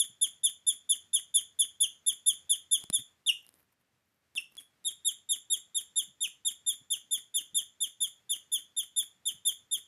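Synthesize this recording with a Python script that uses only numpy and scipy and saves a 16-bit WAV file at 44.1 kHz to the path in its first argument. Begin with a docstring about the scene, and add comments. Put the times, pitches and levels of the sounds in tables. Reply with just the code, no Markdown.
"""A plastic cage in a quiet room: a guinea pig squeaks in two long runs, close to a hand-held camera.
Each squeak is a falling whistle whose overtones sweep through fixed throat resonances; a raspy puff ends it.
Between the runs its eagerness flags, and the calls turn dull and linger low.
Cage walls and room answer with decaying noise echoes. Shavings rustle as grainy noise, sharp ticks ring a few
short modes over a tray thump, soft low thuds bump the camera, and it turns the faint room noise down in the pause."""
import sys
import numpy as np
from scipy import signal
from scipy.fft import rfft, irfft, next_fast_len
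from scipy.io import wavfile
from scipy.ndimage import map_coordinates

SR = 44100
rng = np.random.default_rng(int(sys.argv[2]) if len(sys.argv) > 2 else 0)


def pcm_store(signal):
    """Save signal as 16-bit PCM."""
    levels = np.round(np.clip(np.atleast_2d(signal), -1, 1) * 32767)
    wavfile.write(sys.argv[1], SR, levels.astype(np.int16).T)


N = 435266

# relative spectrum of the raspy breath: frequency_hz, density_db (per Hz)
BREATH_COLOUR = [(70, -33), (250, -8.5), (500, -18.5), (900, -23.5), (1300, -16.5), (2000, -8.5),
                 (3200, -14.5), (4200, -19.5), (5300, -17.5), (8000, -16), (9300, 0), (10900, 1.5),
                 (12500, -12), (14000, -10.5)]
ONSET_S = .003  # attack of a squeak's gate; also the shortest fall or linger of its pitch


def amp(db):
    """Decibels to gain."""
    return 10 ** (np.asarray(db) / 20)


def unit(x):
    """x at rms 1."""
    return x / np.sqrt(np.mean(x ** 2) + 1e-20)


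def along(points, hz):
    """Values of (frequency_hz, value) points, read on a log frequency axis."""
    point_hz, values = np.transpose(points)
    return np.interp(np.log(hz + 1), np.log(np.sort(point_hz)), values)


def filtered(x, gain):
    """x times a gain that depends on frequency."""
    size = next_fast_len(len(x) + 8192)
    spectrum = rfft(x, size) * gain(np.fft.rfftfreq(size, 1 / SR))
    return irfft(spectrum, size)[:len(x)]


def noise(colour, size):
    """Coloured noise of rms 1."""
    white = rng.standard_normal(size)
    return unit(filtered(white, lambda hz: amp(along(colour, hz))))


def wobble(rate, size):
    """A smooth random curve, rate knots a second."""
    knots = rng.standard_normal(size // 8 + 4)
    return map_coordinates(knots, [np.arange(size) * rate / SR], mode="mirror")


def add(track, start_s, sound):
    """Mix a sound into a track; whatever lies outside the scene is cut off."""
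    start = round(start_s * SR)
    part = sound[max(0, -start):max(0, N - start)]
    track[max(0, start):][:len(part)] += part


def with_echoes(x, echoes, echo_db):
    """Direct sound plus an echo pattern scaled to a total energy of echo_db."""
    response = amp(echo_db) * echoes / np.linalg.norm(echoes)
    response[0] += 1
    return signal.fftconvolve(x, response)


def room(x, wet_db=-14.5, build_s=0.011):
    """A short sound with the room's diffuse tail, which builds up, then decays at a rate set by frequency."""
    # decay time of the room: frequency_hz, t60_s
    room_decay = [(200, 0.17), (3000, 0.26), (7000, 0.3), (11000, 0.18), (14000, 0.18)]
    hz, t, bands = signal.stft(rng.standard_normal(SR // 2), SR, nperseg=256)
    decay = amp(-60 * t / along(room_decay, hz)[:, None])
    tail = signal.istft(bands * decay, SR, nperseg=256)[1]
    build_up = 1 - np.exp(-np.arange(len(tail)) / SR / build_s)
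    return with_echoes(x, tail * build_up, wet_db)


def walls(x, echo_db, t60_s=0.071, first_echo_s=.007):
    """Direct sound and its quick echoes off the cage walls: decaying noise after a short gap."""
    t = np.arange(SR // 8) / SR
    echoes = rng.standard_normal(len(t)) * amp(-60 * t / t60_s) * (t > first_echo_s)
    return with_echoes(x, echoes, echo_db)


def room_noise(gain_db=2, flutter_db=1):
    """Faint indoor rumble and hiss, turned down by the camera in the pause, with a small random flutter of level."""
    # level before gain_db: time_s, level_db
    floor_level = [(0, -75.5), (2.899, -75), (3.9, -81), (4.9, -76.5), (9.87, -76)]
    # relative spectrum: frequency_hz, density_db (per Hz)
    floor_colour = [(25, -9), (37, -14), (48, -4), (62, -10), (85, 4.5), (102, -1), (200, -3.5),
                    (300, -7.5), (500, -9.5), (900, -11.5), (1800, -10), (4500, -18), (14000, -24)]
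    level_db = np.interp(np.arange(N) / SR, *np.transpose(floor_level))
    return amp(level_db + gain_db + flutter_db * wobble(20, N)) * noise(floor_colour, N)


def bumps(gain_db=-3, bump_hz=130, rise_s=0.008):
    """The hand shifts on the camera body: low noise that swells and dies within a few hundredths of a second."""
    # soft bumps: peak_s (when it swells highest), level_db (before gain_db)
    hand_bumps = [(0.098, -51), (2.525, -54), (2.991, -39), (6.087, -51), (6.817, -53.5), (7.539, -51.5),
                  (9.346, -53)]
    track, t = np.zeros(N), np.arange(SR // 8) / SR
    swell = t / rise_s * np.exp(-t / rise_s)
    for peak_s, level_db in hand_bumps:
        thud = noise([(bump_hz / 2, -14), (bump_hz, 0), (bump_hz * 2, -12), (1000, -50)], len(t))
        add(track, peak_s - rise_s, amp(level_db + gain_db) * thud * swell)
    return track


def shavings(grain_db=6):
    """Dry flakes crackle under the feet: noise with fast random swings of level."""
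    # stirs of the feet: centre_s, spread_s (to 1/e on either side), level_db
    stirs = [(2.822, 0.03, -61.5), (3.447, 0.084, -69), (3.584, 0.045, -65.5), (3.729, 0.011, -74),
             (3.813, 0.011, -72), (4.116, .09, -83), (4.358, 0.0047, -55), (4.529, .02, -67)]
    # relative spectrum of the rustle: frequency_hz, density_db (per Hz)
    rustle_colour = [(300, 0), (1500, -5.5), (5000, -14), (8000, -15.5), (11500, -1), (14000, -5)]
    t = np.arange(N) / SR
    stir = sum(amp(level_db) * np.exp(-np.minimum(((t - centre_s) / spread_s) ** 2, 20))
               for centre_s, spread_s, level_db in stirs)
    grain = amp(grain_db * np.clip(wobble(400, N), -2, 2))
    return stir * unit(noise(rustle_colour, N) * grain)


def ticks(tick_db=0, crack_db=-7, thump_gain_db=0, thump_t60_s=0.019):
    """Small hard contacts: ringing modes and a noise crack on top of a dull thump of the plastic tray."""
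    # sharp ticks in the cage: start_s, level_db, thump_db (relative to level_db)
    contacts = [(2.812, -42, -20), (2.8393, -32.5, -7), (2.9007, -21.5, -12.5), (3.466, -45.5, -28),
                (3.491, -41.5, -26), (3.541, -50.5, -15), (4.353, -38.5, -21), (4.553, -48, -21),
                (4.5694, -38.5, -29), (4.843, -45.5, -19.5)]
    # what a tick rings with: frequency_hz, level_db (relative to the tick), t60_s
    modes = [(4080, -20.5, .018), (5230, -10.5, 0.0046), (8410, -3, 0.00087), (9740, 2, 0.0038),
             (13700, -15.5, .002)]
    # relative spectrum of the tray thump: frequency_hz, density_db (per Hz)
    tray_colour = [(30, -19), (70, -18.5), (200, 4.5), (400, -11), (800, -22), (1600, -31.5), (4000, -36.5)]
    track, t = np.zeros(N), np.arange(SR // 20) / SR
    for start_s, level_db, thump_db in contacts:
        # each contact excites the modes slightly differently
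        snap = sum(amp(mode_db + rng.normal(0, 0.76) - 60 * t / t60_s) * np.sin(2 * np.pi * hz * t)
                   for hz, mode_db, t60_s in modes)
        crack = amp(crack_db - 60 * t / 0.0015) * noise([(1500, -14.5), (5500, 1), (12000, 2)], len(t))
        thump = amp(thump_db + thump_gain_db - 60 * t / thump_t60_s) * noise(tray_colour, len(t))
        add(track, start_s, room(amp(level_db + tick_db) * (snap + crack + thump), wet_db=-25))
    return track


def glide(t, length, top_hz, hold, end_hz, linger, jitter, bend=1.84,
          scoop_hz=120, scoop_s=0.004, sag_hz_per_s=12500):
    """Pitch of a squeak: it scoops up, holds and falls; a listless one then lingers low and finally sags."""
    linger = np.clip(linger, 0, length / 2)
    low_hz = end_hz + sag_hz_per_s * linger  # the longer the linger, the further it sags to the end pitch
    fall = np.clip((t - hold) / max(length - linger - hold, ONSET_S), 0, 1) ** bend
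    sag = (low_hz - end_hz) * np.clip((t - length + linger) / max(linger, ONSET_S), 0, 2) ** 2
    scoop = scoop_hz * np.exp(-t / scoop_s)
    pitch = top_hz - (top_hz - low_hz) * fall - sag - scoop
    return pitch * (1 + jitter * wobble(500, len(t)))


def squeak(t, length, linger, pitch, levels_db, dull_db=6, ring_db_per_s=700, low_hz=3000,
           rasp_db=-45, opening_db=6.5, opening_share=0.16):
    """A whistle drags its overtones through fixed throat resonances, with a faint rasp of air on it."""
    # push of air through one squeak: share_of_length, level_db
    effort = [(0, -13), (.2, -2.5), (.45, 1), (.75, 0), (1, -23)]
    # response of throat and mouth: frequency_hz, gain_db
    throat = [(2400, -0.5), (2850, -9), (3350, -15), (3650, -17.5), (3800, -13.5), (4900, -42),
              (5400, -26.5), (5750, -45), (6200, -25.5), (6900, -33.5), (7300, -22.5), (8500, -31),
              (9100, -23.5), (9900, -24.5), (10650, -10.5), (11200, -16.5), (12500, -30), (14000, -19.5)]
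    phase = 2 * np.pi * np.cumsum(pitch) / SR
    release = np.clip((length - t) / (2 * ONSET_S) + 1, 0, 1)
    gate = np.clip(t / ONSET_S, 0, 1) * release
    push = amp(np.interp(t / length, *np.transpose(effort))) * np.sin(gate * np.pi / 2) ** 2
    # overtones swell as the mouth opens and fade as the air runs out
    fade_db = dull_db * np.clip(2 * t / length - 1, 0, 1) ** 2
    fade_db = fade_db + opening_db * np.clip(1 - t / (opening_share * length), 0, 1)
    # a low lingering note is pressed out and keeps its overtones
    ring_db = ring_db_per_s * linger * np.clip((low_hz - pitch) / 150, 0, 1)
    whistle = 0
    for k, level_db in enumerate(levels_db, 1):
        harmonic_db = level_db - (k - 1.5) * fade_db + (k > 1) * ring_db + along(throat, k * pitch)
        whistle = whistle + amp(harmonic_db) * np.sin(k * phase)
    rasp = amp(levels_db[0] + rasp_db) * noise(BREATH_COLOUR, len(t))
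    return push * (whistle + rasp)


def puff(centre, lead_db=-13):
    """Air leaks through the end of the whistle and peaks in one grainy burst."""
    burst_s, leak_s, grain_db = .007, .032, 2.5  # Gaussian spreads and depth of the grain
    t = np.arange(SR // 5) / SR
    burst = np.exp(-.5 * ((t - centre) / burst_s) ** 2)
    leak = amp(lead_db) * np.exp(-.5 * ((t - centre) / leak_s) ** 2) * np.minimum(t / centre, 1)
    grain = amp(grain_db * wobble(600, len(t)))
    return (burst + leak) * unit(noise(BREATH_COLOUR, len(t)) * grain)


def guinea_pig(voice_db=0):
    """Each squeak is an arc and a puff, duller, hoarser and lingering low when listless; echoes vary by call."""
    # squeaks: start_s, length_s, top_pitch_hz, end_pitch_hz, level_db (fundamental, before throat and effort)
    squeaks = [(-0.0175, 0.05, 3615, 3016, -11.5), (0.211, 0.049, 3582, 2950, -11.5),
               (0.4324, 0.052, 3592, 2950, -11.5), (0.665, 0.054, 3598, 3080, -12),
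               (0.8902, 0.053, 3587, 2936, -11.5), (1.1301, 0.051, 3602, 2910, -11.5),
               (1.3397, 0.057, 3582, 2967, -10.5), (1.588, 0.05, 3561, 2970, -10.5),
               (1.8009, 0.057, 3549, 2803, -10.5), (2.0615, 0.053, 3610, 2967, -12.5),
               (2.2593, 0.061, 3593, 2960, -10.5), (2.493, 0.054, 3587, 2930, -11.5),
               (2.7103, 0.059, 3585, 2954, -10.5), (2.9263, 0.054, 3605, 3097, -12.5),
               (3.261, 0.052, 3666, 2626, -9), (4.3569, 0.035, 3620.0, 2590, -17.5),
               (4.5754, 0.02, 3445, 3220, -25), (4.846, 0.055, 3735, 3100, -15),
               (5.0464, 0.06, 3732, 2960, -13.0), (5.2883, 0.062, 3695, 2940, -14),
               (5.499, 0.06, 3730, 2970, -13.0), (5.7449, 0.055, 3702.0, 2990, -15.5),
               (5.9571, 0.059, 3678, 2950, -13.0), (6.205, 0.059, 3670, 2516, -15.5),
               (6.448, 0.052, 3692, 2974, -13.5), (6.6617, 0.06, 3637, 3076, -13),
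               (6.901, 0.052, 3613, 2780, -14), (7.1085, 0.061, 3608, 3004, -14),
               (7.3402, 0.06, 3612, 2837, -14), (7.5441, 0.062, 3636, 2938, -12.5),
               (7.8032, 0.056, 3632, 2896, -14.5), (8.003, 0.06, 3607, 3000, -13.5),
               (8.2924, 0.057, 3600, 2850, -15), (8.5163, 0.06, 3564, 2924, -13),
               (8.7636, 0.057, 3633, 2936, -15), (8.9605, 0.06, 3624, 3094, -12.5),
               (9.2533, 0.051, 3645, 2888, -14.5), (9.45, 0.06, 3620, 3003, -11),
               (9.7102, 0.058, 3637, 2970, -14)]
    # how eagerly the animal calls, flagging between the runs: time_s, eagerness (0-1)
    eagerness = [(2.93, 0.89), (3.26, 0.5), (4.36, 0.5), (4.58, 0.51), (4.85, 0.75), (5.1, .88), (7.1, 0.9),
                 (9.87, 0.8)]
    # treble of a fully eager squeak, relative to the fundamental: time_s, third_harmonic_db, fourth_harmonic_db
    treble = [(0, 6, -6), (1.6, 6, -7), (2.26, 7, -3), (2.9, 5, -6.5), (5.4, 5, -2.5), (6.5, 2.5, -1.5),
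              (9.87, 4, 2)]
    second_db = 9.5  # second harmonic of a fully eager squeak, relative to the fundamental
    slack_db = 21  # loss of the upper harmonics when all eagerness is gone
    hold_share = .26  # part of the arc spent at the top pitch
    linger_share = .65  # part of a wholly listless squeak spent on its low end note
    eager_jitter, slack_jitter = 0.0011, .014  # relative pitch tremor; extra when listless and hoarse
    puff_wait_s = .0125  # from the end of the whistle to the puff
    puff_db, puff_slack_db = -47, 8.5  # puff of a fully eager squeak; loss in a listless one

    track, t = np.zeros(N), np.arange(SR // 10) / SR
    treble_s, thirds_db, fourths_db = np.transpose(treble)
    for start_s, length, top_hz, end_hz, level_db in squeaks:
        slack = 1 - np.clip(np.interp(start_s, *np.transpose(eagerness)), 0, 1)
        linger = linger_share * slack * length
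        hold = hold_share * (length - linger)
        jitter = eager_jitter + slack_jitter * slack
        pitch = glide(t, length, top_hz, hold, end_hz, linger, jitter)
        third_db = np.interp(start_s, treble_s, thirds_db)
        fourth_db = np.interp(start_s, treble_s, fourths_db)
        upper_db = np.array([second_db, third_db, fourth_db]) - slack_db * slack
        levels_db = level_db + np.append(0, upper_db)
        call = amp(puff_db - puff_slack_db * slack) * puff(length + puff_wait_s)
        add(call, 0, amp(voice_db) * squeak(t, length, linger, pitch, levels_db))
        # new echoes for every call, as the head moves
        add(track, start_s, room(walls(call, echo_db=-13.0)))
    return track


def scene():
    """All sources at the one microphone."""
    return (room_noise() + bumps() + shavings() + ticks() + guinea_pig())[None]


def record(dry, mirror_db=-29, bass_hz=65):
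    """The camera mirrors the treble faintly about 8 kHz, thins the deep bass and cuts the top steeply."""
    # treble that gets mirrored: frequency_hz, gain_db (before mirror_db)
    mirror = [(5000, -62), (6500, -6.5), (7300, 13.5), (10700, -6.5), (12500, -49.5)]
    # top end of the microphone: frequency_hz, gain_db
    microphone = [(14150, 0), (14350, -18), (14550, -42), (14800, -50)]
    carrier_hz, top_hz = 16000, 15700  # twice the mirror frequency; nothing passes from top_hz up
    treble = filtered(dry[0], lambda hz: amp(along(mirror, hz)))
    carrier = np.cos(2 * np.pi * carrier_hz * np.arange(N) / SR)
    sound = dry[0] + amp(mirror_db) * treble * carrier

    def response(hz):
        low_cut = hz ** 2 / np.sqrt(hz ** 4 + bass_hz ** 4)
        return low_cut * amp(along(microphone, hz)) * (hz < top_hz)

    return filtered(sound, response)[None]


dry = scene()
out = record(dry)
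pcm_store(out)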